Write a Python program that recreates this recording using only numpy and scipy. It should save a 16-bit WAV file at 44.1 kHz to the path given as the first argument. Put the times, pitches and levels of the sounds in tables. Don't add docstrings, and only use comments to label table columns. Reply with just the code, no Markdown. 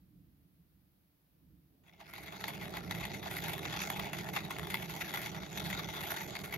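import sys
import numpy as np
from scipy import signal
from scipy.fft import rfft, irfft
from scipy.io import wavfile
from scipy.ndimage import uniform_filter1d

SR = 44100
rng = np.random.default_rng(int(sys.argv[2]) if len(sys.argv) > 2 else 0)


def undo_db(level):
    steps = np.asarray(level, float) / 20
    return 10 ** steps


def waveform_to_disk(signal):
    frames = np.transpose(np.atleast_2d(signal))
    scaled = np.clip(frames, -1, 1) * 32767
    samples = np.round(scaled).astype(np.int16)
    wavfile.write(sys.argv[1], SR, samples)


N = 289737
TIME_S = np.arange(N) / SR
FREQ_HZ = np.maximum(np.arange(N // 2 + 1) * SR / N, 1)
GRIND_FADE_S = (1.83, 2.7)
USUAL_SNAP_DB, SNAP_TAIL_DB = -19, -14

# time_s, level_db
RUMBLE_SWELL = [(0.0, -68.5), (0.2, -63), (0.51, -68), (1.21, -76), (1.53, -65.5), (1.81, -72), (2.19, -55),
                (2.58, -48.5), (2.96, -46), (3.4, -46.5), (3.6, -47), (4.04, -46.5), (4.26, -47.5),
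                (4.4, -47), (5.4, -49), (5.8, -45.5), (6.07, -51), (6.57, -49)]
# pitch_hz, level_db (per Hz)
FAR_TONE = [(12, -72), (20, -34.5), (59, -1.5), (80, -3), (97, -7.5), (177, 0), (222, -11), (295, -3),
            (341, -10.5), (381, -22.5), (433, -18), (507, -27), (900, -47), (1170, -69), (1980, -120)]
# pitch_hz, level_db (per Hz)
NEAR_TONE = [(12, -60), (20, -44), (64, -10), (107, -9), (167, -0.5), (201, -3.5), (241, -18.5), (307, -9),
             (426, -10), (506, -21), (600, -13.5), (780, -16), (1320, -120)]
# pitch_hz, level_db (per Hz)
HISS_TONE = [(350, -2), (600, -3), (948, -7.5), (4540, -12.5), (7180, -20), (9090, -19.5), (11500, -7),
             (14800, -6.5), (15800, -7), (16500, -20.5)]
# pitch_hz, shared_part (0 to 1)
PORT_LIKENESS = [(200, .95), (700, .65), (1100, .45), (2100, .7), (3500, .55), (4600, .25), (5900, .5),
                 (7000, .2), (9000, .4), (15000, .45)]
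# pitch_hz, left_minus_right_db
PORT_BALANCE = [(60, -9), (200, -2.5), (850, -4), (1400, -3), (1900, 10), (2400, -1.5), (3700, 7.5),
                (4200, 0.5), (5500, 1), (7100, -12.5), (9300, -1.5), (11500, -3), (12400, -9.5),
                (14000, -0.5)]
# pitch_hz, lead_radians
PORT_LEAD = [(50, 0), (860, -1.3), (1050, 1), (1550, 2), (2100, -.3), (2700, .4), (3500, 1.6), (4200, .8),
             (5200, 0), (6300, 1.5), (7300, -1.2), (8200, 0), (12500, -.7), (14500, 0)]
# time_s, crunch_db (effort), burr_db (sizzle, how tight the burrs bite)
CRANK_EFFORT = [(1.83, -68, -14), (2.16, -50.5, -2), (2.47, -48.5, -6), (2.85, -47, -8.5),
                (3.06, -48.5, -8.5), (3.48, -40.5, -6), (3.62, -46, -6), (3.79, -39.5, -8.5),
                (3.93, -43.5, -7), (4.28, -47, -5.5), (4.55, -49, -8.5), (4.8, -47.5, -8.5),
                (5.14, -42.5, -3), (5.41, -46.5, -10.5), (5.62, -41, -3.5), (5.8, -44, -8),
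                (6.1, -39.5, -0.5), (6.3, -47, -5.5)]
# pitch_hz, width_hz, level_db
BODY_MODES = [(667, 75, -1.5), (792.4, 96, -1.5), (856, 135, 0), (1128, 213, -7.5), (1409, 188, -6),
              (1707, 317, -8.5), (1970, 147, -9), (2170, 220, -3.5), (2595, 347, -7.5), (3038, 305, -13.5),
              (3406, 213, -6), (3762, 307, -9.5), (4460, 745, -10.5), (5320, 590, -21), (5896, 450, -15),
              (6665, 830, -17), (10380, 3900, -24.5), (11550, 800, -12), (12470, 430, -12),
              (13860, 1100, -22.5), (15150, 630, -22)]
# start_s, peak_db, struck_hz (shell pitch struck hardest), burr_db (sizzle)
SNAPS = [(2.0667, -44, 2680, -10), (2.1362, -29, 2580, -8), (2.41, -31, 2230, -11),
         (2.44, -18.5, 3600, -20), (2.7692, -23.5, 2110, -13), (2.9098, -18.5, 2550, -9.5),
         (3.0524, -22.5, 2590, -5.5), (3.116, -32, 2020, -29), (3.2286, -27, 2140, -19),
         (3.3117, -25, 1940, -4), (3.5336, -26.5, 2100, -5), (3.6527, -20.5, 1890, -23),
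         (3.7633, -30, 3520, -21), (3.9012, -16, 1430, -11.5), (3.9959, -19, 2040, -13),
         (4.2877, -30, 2310, -11), (4.4054, -34.5, 2170, -11), (4.564, -31, 2270, -20),
         (4.585, -23, 2180, -9), (4.67, -26.5, 2190, -10), (4.7421, -14.5, 2480, -10),
         (4.9632, -28.5, 3470, -9), (5.3467, -26.5, 1700, -15), (5.433, -28, 3830, -19),
         (5.5739, -23.5, 1970, -9), (5.7282, -23.5, 2170, -26), (6.009, -31, 2620, -18),
         (6.1416, -24, 1680, -14.5), (6.39, -32, 3340, -5), (6.539, -21.5, 2200, -13)]
# start_s, peak_db, jar_db, burr_db (sizzle)
CRUMBLES = [(2.0028, -38.5, -4, -14), (2.18, -34, -11, -11), (2.2728, -32, -7.5, -20),
            (2.3231, -35, -1.5, -8.5), (2.481, -22.5, -10.5, -7), (2.63, -34, -24, -10),
            (2.7377, -30, -3, -21), (2.9494, -25.5, -29, -11), (3.029, -29, -25, -21),
            (3.2568, -27.5, -3, -20), (3.3664, -24, -36, -6.5), (3.482, -22, -14, -6),
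            (3.6307, -27.5, -21, -13), (3.725, -22.5, -11, -17), (3.817, -20, -17, -12),
            (4.0646, -35, -3, -31), (4.1318, -21, -11.5, -15.5), (4.1859, -25.5, -26, -12),
            (4.362, -18, -8, -18), (4.507, -22, -6, -12), (4.7013, -20.5, -29, -11.5),
            (5.01, -21.5, -25, -13), (5.1385, -19, -12, -6.5), (5.172, -24, -14, -10),
            (5.2163, -23, -38, -10), (5.654, -27.5, -22, -16), (5.7, -25, -9, -8), (5.9357, -28, -13, -12),
            (6.1055, -26, -9.5, -9), (6.4412, -25, -25, -11)]
# start_s, peak_db, tail_db (splinters)
CHIPS = [(1.8412, -82, -12), (1.8751, -55, -3), (1.946, -54, -18.5), (2.2269, -39, -2),
         (2.5357, -33.5, -1.5), (2.612, -33, 0), (2.999, -30, -2), (3.1397, -32.5, -3), (3.4377, -33.5, 3),
         (3.5796, -26, -12), (3.8023, -29, -9), (3.9237, -31, -20), (3.9597, -29, -9), (4.0427, -30, -3.5),
         (4.3373, -26, -4), (4.45, -35, -6), (4.595, -26, -24), (4.63, -30, -8), (4.7885, -41, 6),
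         (4.8256, -26.5, -4.5), (4.8968, -26, -7.5), (5.084, -36, -2.5), (5.26, -24.5, -4),
         (5.7883, -25, -3), (5.8873, -23.5, -9), (6.0342, -31.5, -6), (6.168, -33, -2),
         (6.208, -24.5, -8.5), (6.352, -24.5, -9), (6.5241, -27, -1.5)]


def over_hz(table):
    hz, value = np.transpose(table)
    return np.interp(np.log(FREQ_HZ), np.log(np.maximum(hz, 1)), value)


def unit(x):
    return x / np.sqrt(np.mean(x ** 2))


def walk(rate):
    step = int(SR / rate)
    levels = np.repeat(rng.standard_normal(N // step + 1), step)
    return 1.3 * uniform_filter1d(uniform_filter1d(levels, step), step)[:N]


def coloured(table, rows):
    spectrum = rfft(rng.standard_normal((rows, N)))
    return unit(irfft(spectrum * undo_db(over_hz(table)), N))


def ports(paths, likeness, balance_db, lead):
    common, *own = rfft(paths)
    likeness = np.clip(likeness, 0, 1)
    turn = undo_db(balance_db / 2) * np.exp(.5j * lead)
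    heard = []
    for private, port_turn in zip(own, (turn, 1 / turn)):
        blend = np.sqrt(likeness) * common + np.sqrt(1 - likeness) * private
        heard.append(blend * port_turn)
    return irfft(heard, N)


def rumble():
    db = np.interp(TIME_S, *np.transpose(RUMBLE_SWELL))
    mix = np.interp(TIME_S, (1.67, 2.21), [0, 1])
    far_likeness = np.interp(FREQ_HZ, [300, 700], [.88, .2])
    near_likeness = np.interp(FREQ_HZ, [150, 500], [.97, .75])
    far = ports(coloured(FAR_TONE, 3), far_likeness, -3.2, 0)
    near = ports(coloured(NEAR_TONE, 3), near_likeness, over_hz(PORT_BALANCE), 0.74 * over_hz(PORT_LEAD))
    roar = np.sqrt(1 - mix) * undo_db(1.5) * far + np.sqrt(mix) * undo_db(2.0) * near

    upper = irfft(rfft(roar) * np.interp(FREQ_HZ, [210, 250], [0, 1]), N)
    upper_db = np.interp(TIME_S, (0.76, 1.6, 1.15), (-10, -2, -7))
    upper_db = upper_db + 0.73 * (TIME_S > GRIND_FADE_S[1]) * (-47 - db)
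    swell = undo_db(db + 1.03 * walk(20))
    throb = undo_db(1.0 * walk(8))
    return swell * (throb * (roar - upper) + undo_db(upper_db + 6.0) * upper)


def hiss():
    return undo_db(-80.5 + 4.0) * coloured(HISS_TONE, 2)


def ring(x, hz, width):
    edges = [hz - width / 2, hz + width / 2]
    return signal.sosfilt(signal.butter(2, edges, "bandpass", fs=SR, output="sos"), x)


def burst(at, size, tail_s, rise_s):
    hits = np.bincount(np.minimum(at, N - 1), size, N)
    fall, rise = np.exp(-1 / (tail_s * SR)), np.exp(-1 / (rise_s * SR))
    return signal.lfilter([1 - rise], np.convolve([1, -fall], [1, -rise]), hits)


def grit_grains(per_s=1100, spread_db=4.0):
    s, db, burr_db = np.transpose(CRANK_EFFORT)
    even_crunch_db = np.interp(s, GRIND_FADE_S, (-64, -42.5))
    jar_db = 0.58 * (even_crunch_db - db)
    slots_per_s = 6000
    chance = rng.random((int(slots_per_s * N / SR), 3))
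    at = (np.linspace(0, N - 41, len(chance)) + 40 * chance[:, 0]).astype(int)
    clump_db = 1.6 * walk(80)[at]
    effort_db = np.interp(TIME_S[at], s, db, left=-140)
    size_db = -spread_db * np.log(chance[:, 2] + 0.022) + clump_db + effort_db
    size_db = np.where(chance[:, 1] < per_s / slots_per_s, size_db, -200)
    jar = size_db + np.interp(TIME_S[at], s, jar_db) - 0.5
    burrs = size_db + np.interp(TIME_S[at], s, burr_db) + 3.5
    return at, [jar, size_db, burrs]


def beans():
    breaks = []
    for s, db, hz, burr_db in SNAPS:
        jar_db = -14.5 + .5 * (db - USUAL_SNAP_DB)
        breaks.append((s, db, jar_db, burr_db, hz, SNAP_TAIL_DB))
    for s, db, jar_db, burr_db in CRUMBLES:
        breaks.append((s, db, jar_db, burr_db, 1990, -5.5))
    for s, db, tail_db in CHIPS:
        breaks.append((s, db, -13.5, -11.5, 2200, tail_db))
    return np.transpose(breaks)


def ticks():
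    s, db, *_, tail_db = beans()
    size = undo_db(db + 11.0 - 0.56 * (tail_db - SNAP_TAIL_DB))
    push = np.bincount((s * SR).astype(int) + 20, size, N)
    hz, width_hz = 1900, 2600
    return ring(ring(push, hz, width_hz), hz, width_hz)


def cracks(hz, part, splinters, stutter):
    s, db, jar_db, burr_db, struck_hz, tail_db = beans()
    at = (s * SR).astype(int)
    struck_db = -6.0 * np.minimum(np.abs(np.log2(hz / struck_hz)), 1.2)
    part_db = [jar_db + 11.5, struck_db + 5.5, burr_db + 12.5][part]
    size = undo_db(db + part_db + 3.0 * rng.standard_normal(len(s)))
    strain = burst(N - 1 - at, size * undo_db(tail_db - 9.0), 0.0063, 0.00036)[::-1]
    tail = burst(at, size * undo_db(tail_db), 0.015, 0.004)
    shower = burst(at, size, 0.0014, 0.00025) + stutter * (tail + strain)
    snap = undo_db(10) * np.bincount(at, size, N)
    return undo_db(-1.0) * (splinters * shower + snap)


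def grinder():
    splinters = rng.standard_normal((3, N))
    stutter = undo_db(3.5 * walk(350) - 1.5)
    at, part_db = grit_grains()
    out = np.tile(ticks(), (3, 1))
    for k, (hz, width, db) in enumerate(BODY_MODES):
        part = int(hz > 1200) + int(hz > 8000)
        own_db = 3.0 * rng.standard_normal(len(at)) + 3.5 * walk(25)[at]
        own_db += -3.5 * max(np.log2(hz / 2500), 0) * np.interp(TIME_S[at], GRIND_FADE_S, [1, 0])
        grit = undo_db(-2.0) * burst(at, undo_db(part_db[part] + own_db), 0.0014, 0.00019)
        shake = splinters * grit + cracks(hz, part, splinters, stutter)
        out += (-1) ** k * undo_db(db) * ring(shake, hz, width)
    out[:, -400:] *= np.linspace(1, 0, 400)
    return ports(out, over_hz(PORT_LIKENESS), over_hz(PORT_BALANCE), over_hz(PORT_LEAD))


def scene():
    return rumble() + hiss() + grinder()


def low_pass(x):
    return signal.sosfilt(signal.butter(12, 16840, fs=SR, output="sos"), x)


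def record(dry):
    top_cut = signal.ellip(12, .2, 70, 15850, fs=SR, output="sos")
    mix = signal.sosfilt(top_cut, dry)
    return low_pass(mix)


dry = scene()
out = record(dry)
waveform_to_disk(out)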